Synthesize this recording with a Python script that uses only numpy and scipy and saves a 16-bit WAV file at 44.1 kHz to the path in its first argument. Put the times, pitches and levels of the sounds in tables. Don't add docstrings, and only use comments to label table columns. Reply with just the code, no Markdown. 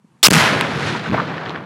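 import sys
import numpy as np
from scipy import signal
from scipy.io import wavfile
from scipy.ndimage import uniform_filter1d

SR = 44100
rng = np.random.default_rng(int(sys.argv[2]) if len(sys.argv) > 2 else 0)


def master(y):
    cut = np.clip(np.atleast_2d(y).T, -1, 1)
    pcm = np.round(cut * 32767)
    wavfile.write(sys.argv[1], SR, pcm.astype(np.int16))


def elevation(decibels):
    levels = np.asarray(decibels, float)
    return 10 ** (levels / 20)


N = 72765
TIME_S = np.arange(N) / SR
BLAST_S = 0.2297
RAIL = 0.73
CEILING_HZ = 11600


def read(points, hz):
    f, value_db = np.transpose(points)
    return np.interp(np.log(hz + 1), np.log(f + 1), value_db)


def evened(x):
    return x / np.sqrt(np.mean(x ** 2) + 1e-20)


def noise(field_db, patchy_db, flicker_db, size=512):
    frames = 4 * N // size + 5
    hz = np.fft.rfftfreq(size, 1 / SR)[:, None]
    real, imag, patches = rng.standard_normal((frames, len(hz), 3)).T
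    gain = elevation(field_db(hz, np.arange(frames) * size / 4 / SR) + 0 * real)
    gain = gain / np.sqrt((gain ** 2).mean(0))
    patches = uniform_filter1d(patches, size=8, axis=0)
    patches = evened(uniform_filter1d(patches, size=8, axis=1))
    flicker = evened(uniform_filter1d(rng.standard_normal(frames), size=3))
    spectra = (real + 1j * imag) * gain * elevation(patchy_db * patches + flicker_db * flicker)
    sound = signal.istft(spectra, nperseg=size, noverlap=3 * size // 4)[1]
    return evened(sound[:N])


def level(s, db):
    return elevation(np.interp(TIME_S, s, db)) * (TIME_S > BLAST_S)


def bursts(rows, spread):
    out = np.zeros(N)
    u = np.arange(-1024, 1024) / SR
    for s, db, hz, length in rows:
        band = signal.butter(N=3, Wn=[hz / spread, hz * spread], btype="band", fs=SR, output="sos")
        grit = evened(signal.sosfilt(band, rng.standard_normal(2048)))
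        shape = np.exp(-(2.4 * np.hypot(u, 0.3 / hz) - 0.6 * u) / length)
        wave = (np.sin(2 * np.pi * hz * u) + 0.35 * grit) * shape
        at = round(s * SR) - 1024
        out[at:at + 2048] += elevation(db) * wave / abs(wave).max()
    return out


def swings(rows):
    out = np.zeros(N)
    for s, length, direction, over_rail_db, skew in rows:
        part = np.clip((TIME_S - s) / length, 0, 1)
        out += direction * RAIL * elevation(over_rail_db) * np.sin(np.pi * part ** skew)
    return out


# pitch_hz [Hz], level_db [dB per Hz]
SHORE_COLOUR = [(40, 5), (150, 2.1), (300, -14.5), (650, -27), (920, -17.5), (1200, -25), (5000, -38),
                (15000, -30.5)]
# time_s [s], level_db [dB]
SHORE_SWELL = [
    (0, -7.5),
    (.06, -3.5),
    (.22, 0),
]


def shore():
    swell_db = np.interp(TIME_S, *np.transpose(SHORE_SWELL))

    def colour(hz, _):
        return read(SHORE_COLOUR, hz) - 12 * (hz / CEILING_HZ) ** 4
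    return elevation(-46 + swell_db) * noise(colour, patchy_db=-1, flicker_db=0, size=1024)


# centre_s [s], peak_db [dB], pitch_hz [Hz], length_s [s]
PUFFS = [
    (.047, -39.5, 224, 0.0041),
    (.11, -50, 220, 0.012),
]


def puffs():
    return bursts(PUFFS, spread=1.8)


# pitch_hz [Hz], level_db [dB per Hz]
CRACK_COLOUR = [(59, -50), (100, -17.5), (784, -1), (1330, 5), (1680, -4.5), (3620, 2), (9410, -9),
                (16000, -10)]


def crack():
    hold_s, t60_s, crack_db = 0.0415, 0.018, 10
    t = TIME_S - BLAST_S
    shape = (t > 0) * elevation(crack_db - 60 * np.maximum(t - hold_s, 0) / t60_s)
    return shape * noise(lambda hz, _: read(CRACK_COLOUR, hz), patchy_db=6, flicker_db=4, size=256)


# start_s [s], length_s [s], direction [+1 push, -1 pull],
# over_rail_db [dB over the rail], skew [under 1 = fast rise]
HEAVE = [
    (.2715, .0185, 1, 8.5, .45),
    (.28465, .0228, -1, 20, .4),
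    (.3066, .0045, 1, 5, .6),
    (.3090, .0105, -1, 9, 1.4),
    (.3168, .0105, 1, 12, .35),
    (.32535, .0075, -1, 9, .3),
]


def heave():
    return swings(HEAVE)


# time_s [s], level_db [dB], treble_db [extra dB at 6 kHz]
ROLL = [(.30, -4.5, 24), (.345, -9.5, 15), (.41, -11.5, 11), (.46, -13.5, 6.5), (.56, -19, 3.5),
        (.65, -22, 2), (.76, -25.5, 7.5), (.888, -22, 15), (.95, -25, 10.5), (1.029, -30.5, 9),
        (1.064, -25, 4), (1.105, -27.5, 8.5), (1.15, -23.5, -3.5), (1.205, -24.5, -3.5),
        (1.235, -26.5, -3.5), (1.42, -29.5, -3), (1.55, -30.5, -7), (1.65, -37.5, -9)]
# pitch_hz [Hz], level_db [dB per Hz]
NEAR_COLOUR = [(210, -52), (350, -17), (603, -6), (754, -4.5), (2170, -1.5), (2750, -8), (9900, -26.5),
               (16000, -51)]
# pitch_hz [Hz], level_db [dB per Hz]
FAR_COLOUR = [(250, -30), (400, -3), (700, -6.5), (1500, -7.5), (2200, -15.5), (3900, -22.5), (8700, -48.5),
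              (16000, -22)]


def roll():
    near_s, far_s, dulling = 0.36, 2.07, 0.28
    s, db, treble_db = np.transpose(ROLL)

    def colour(hz, t):
        late_s = np.maximum(t - near_s, 0)
        far = (late_s / (far_s - near_s)) ** dulling
        lift = np.interp(t, s, treble_db) * np.sqrt(hz / 6000)
        top_loss = 45 * late_s * (hz / CEILING_HZ) ** 8
        blend = read(NEAR_COLOUR, hz) * (1 - far) + read(FAR_COLOUR, hz) * far
        return blend + lift - np.minimum(top_loss, 60) - 30 * (hz < 300)
    return level(s, db) * noise(colour, patchy_db=0.5, flicker_db=1.22, size=256)


def throb():
    start_s, length_s, pitch_hz = 0.3315, 0.048, 159.8
    t = TIME_S - start_s
    part = np.clip(t / length_s, 0, 1)
    shape = np.sin(np.pi * part ** 2) ** 0.1
    return elevation(-2.5) * shape * np.cos(2 * np.pi * pitch_hz * t + 2.6)


# time_s [s], level_db [dB]
BOOM = [(0.33, 12), (0.376, -12), (0.396, -14), (0.428, -12), (0.454, -17), (0.528, -17), (0.546, -17.5),
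        (0.738, -20.5), (0.902, -19), (1.042, -27), (1.138, -16), (1.168, -21.5), (1.45, -30),
        (1.49, -26.5), (1.63, -32.5), (1.65, -56)]
# pitch_hz [Hz], level_db [dB per Hz]
BOOM_COLOUR = [(15, 13.5), (35, 2), (65, 10.5), (110, 11), (170, 1), (300, -5), (480, -11), (800, -54.5)]


def boom():
    lumps = noise(lambda hz, _: read(BOOM_COLOUR, hz), patchy_db=2.4, flicker_db=0.87, size=2048)
    entry = np.clip((TIME_S - 0.335) / 0.05, 0, 1)
    return elevation(5.5) * entry * level(*np.transpose(BOOM)) * lumps


# centre_s [s], peak_db [dB], pitch_hz [Hz], length_s [s]
SLAPS = [(.5925, -35, 10800, 0.00051), (.6018, -37, 10900, 0.00051), (.6109, 7.5, 2470, 0.0002),
         (.6112, -7, 990, 0.0018), (.611, -18, 8000, .0008), (.6215, -13, 2480, 0.0027),
         (.6255, -12, 1670, 0.0012), (.952, -14, 950, 0.0068), (1.062, -19.5, 1530, 0.005),
         (1.114, -19, 2400, 0.0013), (1.1315, -36, 360, 0.0035), (1.138, -22, 423, 0.012),
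         (1.142, -16.5, 900, 0.0054), (1.151, -15, 1480, 0.0021), (1.162, -46, 1180, 0.002),
         (1.180, -8.5, 1100, 0.0018), (1.185, -6.5, 1030, 0.0011), (1.200, -8.5, 1140, 0.0031),
         (1.205, -11, 1230, 0.0015)]


def slaps():
    return bursts(SLAPS, spread=1.6)


# start_s [s], length_s [s], direction [+1 push, -1 pull],
# over_rail_db [dB over the rail], skew [1 = even]
LATE_HEAVE = [
    (1.0895, .009, 1, 1.5, 1),
    (1.097, .0085, -1, 3, 1),
    (1.1055, .009, 1, .5, 1),
    (1.1142, .0085, -1, 3, 1),
    (1.2585, .014, 1, .8, 1),
]


def late_heave():
    return swings(LATE_HEAVE)


# centre_s [s], peak_db [dB], pitch_hz [Hz], length_s [s]
THUMP = [
    (1.1435, -12, 1600, .0015),
    (1.1465, -6, 620, .003),
    (1.148, -14, 2200, .001),
]
# centre_s [s], peak_db [dB], pitch_hz [Hz], length_s [s]
KNOCKS = [(1.381, -17, 1800, .003), (1.455, -31, 4600, .002), (1.459, -31, 3600, .002),
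          (1.462, -14, 1700, .0012), (1.488, -29, 4200, .001), (1.4952, -15, 3600, .0003),
          (1.4958, -17, 300, .004), (1.5055, -15, 1000, .001), (1.506, -25, 4200, .0003),
          (1.511, -30, 3800, .001), (1.547, -20, 1700, .0015), (1.556, -20, 1900, .0015),
          (1.560, -12, 1600, .0015), (1.575, -21, 1200, .002)]


def far_knocks():
    dull = signal.butter(N=4, Wn=6200, fs=SR, output="sos")
    return signal.sosfilt(dull, bursts([*THUMP, *KNOCKS], spread=1.9))


def scene():
    late = far_knocks() + late_heave()
    blast = crack() + heave() + throb()
    echoes = roll() + boom() + slaps()
    return (blast + echoes + late + shore() + puffs())[None]


def roll_off(x):
    return signal.sosfilt(signal.butter(12, 16900, fs=SR, output="sos"), x)


def record(dry):
    knee, limit = 8, 0.69
    railed = dry / (1 + abs(dry / RAIL) ** knee) ** (1 / knee)
    cut = signal.sosfilt(signal.butter(N=4, Wn=162, btype="high", fs=SR, output="sos"), railed)
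    soft = signal.sosfilt(signal.butter(N=1, Wn=12000, fs=SR, output="sos"), cut)
    limited = np.clip(soft, -limit, limit)
    band_edge = signal.firwin(511, 16050, window=("kaiser", 9), fs=SR)
    edged = signal.oaconvolve(limited, band_edge[None], "same")
    return roll_off(edged)


dry = scene()
out = record(dry)
master(out)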